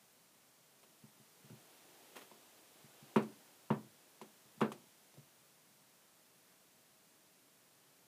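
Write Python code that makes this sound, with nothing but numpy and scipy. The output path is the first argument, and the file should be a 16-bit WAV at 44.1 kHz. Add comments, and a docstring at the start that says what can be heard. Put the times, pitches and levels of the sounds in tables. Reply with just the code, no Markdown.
"""A quiet carpeted room by a glazed door, where a cat sits and watches in silence.
Three hollow knocks and some soft bumps make a wooden panel ring; light, hard clicks fall between them.
A sleeve slides over the hand-held camera with a soft rush and a few grainy scuffs.
Under it all lie a faint hum, room air and microphone hiss."""
import sys
import numpy as np
from scipy import signal
from scipy.fft import rfft, irfft, next_fast_len
from scipy.io import wavfile
from scipy.ndimage import map_coordinates

SR = 44100
rng = np.random.default_rng(int(sys.argv[2]) if len(sys.argv) > 2 else 0)


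def dump_mix(stems):
    """Bounce the given channels to the path in sys.argv[1] as a 16-bit WAV at rate SR."""
    frames = np.atleast_2d(stems).T  # one column per channel
    limited = np.clip(frames, -1, 1)  # hard clip at full scale
    pcm = np.round(limited * 32767).astype(np.int16)
    wavfile.write(sys.argv[1], SR, pcm)


N = 355887
TIME = np.arange(N) / SR  # seconds through the scene
RING_TIME = np.arange(SR // 2) / SR  # the half second after a hit


# Hard knocks: t/s, level/dB, treble fades above f/Hz, struck spot boosts f/Hz, crack level/dB
HARD_KNOCKS = [(3.1598, 1.5, 4160, 2570, -47), (3.7033, -4, 2340, 1070, -73), (4.6139, 0, 4730, 1530, -53)]
def knocks(even_contact_hz=3060, bass_db_per_octave=13.5):
    """Each knock starts with a 'tock' and rings the panel; a softer contact gives more bass."""
    track = np.zeros(N)
    for start, db, contact_hz, spot_hz, crack_db in HARD_KNOCKS:
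        bass_db = bass_db_per_octave * np.log2(even_contact_hz / contact_hz)
        # The striker rests on the wood and shortens its ring.
        wood = panel(db, contact_hz, spot_hz, bass_db, damping_db_per_s=7)
        add(track, start, wood + tock(db - 19, pitch_hz=1194, crack_db=crack_db))
    return track


# The panel's own tones: f/Hz, level/dB, time to fade by 60 dB t/s
PANEL_TONES = [(125, -40.5, 0.34), (145, -33, 0.22), (180, -48, 0.071), (213.8, -27.5, 0.27),
               (227.3, -32, 0.23), (251, -37.5, 0.17), (288, -39, 0.22), (359, -33, 0.19),
               (388.7, -31.5, 0.22), (429, -39, 0.19), (462.3, -40, 0.18), (493, -37, 0.16),
               (575, -41, 0.23), (607, -41.5, 0.11), (734, -50.5, 0.17), (871, -43.5, 0.24),
               (939, -43.5, 0.21), (1004, -40.5, 0.18), (980, -74, 0.15), (1110, -41.5, 0.11),
               (1250, -69, 0.05), (1340, -45, 0.15), (1426, -55, 0.038), (1536, -53, 0.23),
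               (1767, -45, 0.13), (1900, -49, 0.093), (2135, -43, 0.055), (2873, -55, 0.073)]
def panel(db, contact_hz, spot_hz, bass_db, damping_db_per_s, bass_hz=170, spot_db=4, spot_octaves=0.19):
    """One hit on the wood: a hard one rings all its tones, a soft one only the low ones."""
    body = (ring(PANEL_TONES) + amp(-34) * echo()) * rise(.0012)
    body *= rise(1 / contact_hz)  # soft contacts start slowly
    body *= amp(db - damping_db_per_s * RING_TIME)
    bass = lambda hz: bass_db / (1 + (hz / bass_hz) ** 8)
    spot = lambda hz: spot_db * np.exp(-(np.log2((hz + 1) / spot_hz) / spot_octaves) ** 2)
    treble_cut = lambda hz: 1 / np.sqrt(1 + (hz / contact_hz) ** 3)
    return filtered(body, lambda hz: amp(bass(hz) + spot(hz)) * treble_cut(hz))


# Tones of the struck spot: multiple of its pitch, level/dB, time to fade by 60 dB t/s
TOCK_TONES = [(.75, -5.5, 0.0133), (1, 1, 0.013), (2.35, -15.5, .014)]
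# Tone colour of the crack: f/Hz, relative level/dB
CRACK_COLOUR = [(200, -11), (600, 13), (1000, -3), (3000, 6.5), (5000, -2), (10000, -1.5), (15000, -14)]
def tock(db, pitch_hz, crack_db, crack_fade_s=0.096, echo_db=-24):
    """A hard contact cracks, rings very briefly and leaves a trace in the room."""
    body = rise(.0015) * (ring(TOCK_TONES, pitch_hz) + amp(echo_db) * echo())
    crack_fade = amp(-60 * RING_TIME / crack_fade_s)
    crack = rise(0.00043) * noise(CRACK_COLOUR, len(RING_TIME)) * crack_fade
    return amp(db) * body + amp(crack_db) * crack


# Tone colour of the echo from door and room: f/Hz, relative level/dB
ECHO_COLOUR = [(40, -39.5), (85, -16), (140, -5), (350, 5), (700, -1.5), (1100, -1.5), (1600, -9.5),
               (2700, -10.5), (4000, -19), (8000, -40), (15000, -30)]
# How long it lasts: f/Hz, time to fade by 60 dB t/s
ECHO_FADE = [(150, 0.49), (500, 0.26), (1200, 0.23), (3000, 0.16), (6000, 0.21), (14000, 0.25)]
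def echo():
    """Countless weak tones and reflections blur together; the bass lasts longest."""
    hz, t, bands = signal.stft(noise(ECHO_COLOUR, len(RING_TIME)), SR, nperseg=256)
    fade = amp(-60 * t / along(ECHO_FADE, hz)[:, None])
    return signal.istft(bands * fade, SR, nperseg=256)[1][:len(RING_TIME)]


# Soft bumps: t/s, level/dB, treble fades above f/Hz
SOFT_BUMPS = [(1.032, -33, 290), (1.194, -39, 380), (1.439, -33, 230), (1.497, -28, 350),
              (1.522, -26.5, 220), (2.837, -37, 380), (3.021, -35, 250), (4.447, -43, 250),
              (4.572, -36, 260), (5.175, -29.5, 190)]
def bumps():
    """Dull, bass-heavy contacts stay on the panel and smother its ring."""
    track = np.zeros(N)
    for start, db, contact_hz in SOFT_BUMPS:
        thud = panel(db, contact_hz, spot_hz=.8 * contact_hz, bass_db=13.5, damping_db_per_s=90)
        add(track, start, thud)
    return track


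# Light, hard clicks: t/s, tock level/dB, tock pitch f/Hz, crack level/dB
LIGHT_CLICKS = [(0.344, -55.5, 940, -69), (0.83, -55, 646, -64), (.838, -51, 1080, -70),
                (1.499, -51, 1380, -67), (2.157, -43, 1075, -57), (2.219, -46.5, 450, -65),
                (2.314, -43, 940, -65), (3.224, -53, 950, -55.5), (4.2141, -34, 950, -54.5),
                (4.6065, -30, 1020, -49), (4.7183, -32, 1100, -50), (5.14, -53, 880, -66),
                (5.172, -50.5, 550, -70)]
def clicks():
    """Light contacts tock and crack, and nudge the panel into a faint hollow ring."""
    track = np.zeros(N)
    for start, db, pitch_hz, crack_db in LIGHT_CLICKS:
        # Negative damping: so light a touch lets the wood ring longer.
        wood = panel(db + 5, contact_hz=1100, spot_hz=410, bass_db=-5, damping_db_per_s=-37)
        add(track, start, tock(db, pitch_hz, crack_db) + wood)
    return track


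# Scuffs of cloth: peak t/s, level/dB, time to rise by 20 dB t/s, time to fade by 20 dB t/s
SLEEVE_SCUFFS = [(2.166, -52, 0.017, 0.092), (2.22, -59.5, .008, 0.024), (6.5, -71.5, .1, .1)]
# Their tone colour: f/Hz, relative level/dB
SCUFF_COLOUR = [(80, -29), (280, 4.5), (600, -1), (1500, -2), (2700, -4), (4500, -12.5), (9000, -14.5),
                (15000, -15)]
def sleeve_scuffs():
    """The sleeve's fibres catch on the camera in short, grainy scuffs."""
    loudness = np.zeros(N)
    for peak, db, rise_s, fade_s in SLEEVE_SCUFFS:
        drop_db = 20 * np.maximum((peak - TIME) / rise_s, (TIME - peak) / fade_s)
        loudness += amp(db - drop_db)
    grain = amp(2.5 * wobble(600))
    return loudness * unit(noise(SCUFF_COLOUR, N) * grain)


# The slow swell of sliding cloth, shared by rush and hiss: t/s, base level/dB
SLIDE_SWELL = [(0.0, -69), (0.58, -69.5), (1.39, -67.5), (1.5, -66.5), (2.09, -65.5), (2.31, -66),
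               (2.63, -66.5), (3.1, -65.5), (3.82, -67.5), (4.72, -67.5), (5.62, -69), (7.01, -69.5),
               (8.07, -69.5)]
# Tone colour of the rush: f/Hz, relative level/dB
RUSH_COLOUR = [(120, -33), (300, -1), (480, -3.5), (780, -4), (1100, -10), (2000, -13.5), (3300, -11),
               (5000, -21), (12000, -26)]
def sleeve_rush(swell_growth=3.84):
    """Sliding cloth makes a soft, hollow rush that swells with the hiss, but more steeply."""
    swell_db = over_time(SLIDE_SWELL) + 66.5
    return amp(-70 + swell_growth * swell_db) * noise(RUSH_COLOUR, N)


def hum(hz=638, db=-83.5):
    """An appliance hums on one faint, slightly wavering tone."""
    return amp(db) * np.sin(2 * np.pi * hz * TIME + 0.41 * wobble(9))


# Tone colour of the room air: f/Hz, relative level/dB
AIR_COLOUR = [(25, -1), (50, 7), (75, -11.5), (100, -6), (150, 1), (220, -0.5), (400, -4), (650, -7),
              (1000, -8), (2000, -15), (4000, -18), (9000, -50)]
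def room_air(start_db=-74, rise_db_per_s=.1):
    """The low murmur of the room grows a little over time."""
    return amp(start_db + rise_db_per_s * TIME) * noise(AIR_COLOUR, N)


# Tone colour of the hiss: f/Hz, relative level/dB
HISS_COLOUR = [(40, -25), (150, -3), (1500, 0), (3500, -1), (6000, 0), (10000, -0.5), (15000, -2.5)]
def hiss(boost_db=1):
    """An even microphone hiss, a little louder while the cloth slides."""
    return amp(over_time(SLIDE_SWELL) + boost_db) * noise(HISS_COLOUR, N)


def ring(tones, pitch=1):
    """Fading tones whose strength and timing vary, so no two hits are alike."""
    hz, db, fade_s = np.transpose(tones)[:, :, None]
    random_db, random_phase = rng.standard_normal((2, len(tones), 1))
    # Each tone starts about a quarter cycle behind the one before, so the ring blooms.
    phase = .5 * random_phase - np.pi / 2 * np.arange(len(tones))[:, None]
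    loudness = amp(db + random_db - 60 * RING_TIME / fade_s)
    return np.sum(loudness * np.sin(2 * np.pi * pitch * hz * RING_TIME + phase), axis=0)


def rise(seconds):
    """The soft start of a contact."""
    return 1 - np.exp(-RING_TIME / seconds)


def amp(db):
    """Turn decibels into a multiplier."""
    return 10 ** (np.asarray(db) / 20)


def unit(x):
    """Scale a sound to an average strength (rms) of 1."""
    return x / np.sqrt(np.mean(x ** 2) + 1e-20)


def along(points, hz):
    """Read between (frequency, value) points, with octaves evenly spaced."""
    frequencies, values = np.transpose(points)
    return np.interp(np.log(hz + 1), np.log(frequencies + 1), values)


def over_time(points):
    """Join (time, value) points with straight lines."""
    return np.interp(TIME, *np.transpose(points))


def wobble(rate):
    """A smooth curve through `rate` random values a second."""
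    values = rng.standard_normal(int(N * rate / SR) + 4)
    return map_coordinates(values, [np.arange(N) * rate / SR])


def filtered(x, response):
    """Multiply each frequency of a sound by response(hz)."""
    size = next_fast_len(len(x) + SR // 2)
    hz = np.fft.rfftfreq(size, 1 / SR)
    return irfft(rfft(x, size) * response(hz), size)[:len(x)]


def noise(colour, size):
    """Noise of strength 1 with the given tone colour."""
    return unit(filtered(rng.standard_normal(size), lambda hz: amp(along(colour, hz))))


def add(track, start, sound):
    """Mix a sound into the track at `start` seconds."""
    part = track[round(start * SR):][:len(sound)]
    part += sound[:len(part)]


def scene():
    """All sources meet at one microphone."""
    hits = knocks() + bumps() + clicks()
    sleeve = sleeve_scuffs() + sleeve_rush()
    background = hum() + room_air() + hiss()
    return (hits + sleeve + background)[None]


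def record(dry, low_hz=92, top_hz=15400):
    """The small microphone loses the deep bass; the very highest treble is cut off."""
    bass_cut = signal.butter(4, low_hz, "high", fs=SR, output="sos")
    thin = signal.sosfilt(bass_cut, dry[0])
    return filtered(thin, lambda hz: hz < top_hz)[None]


dry = scene()
out = record(dry)
dump_mix(out)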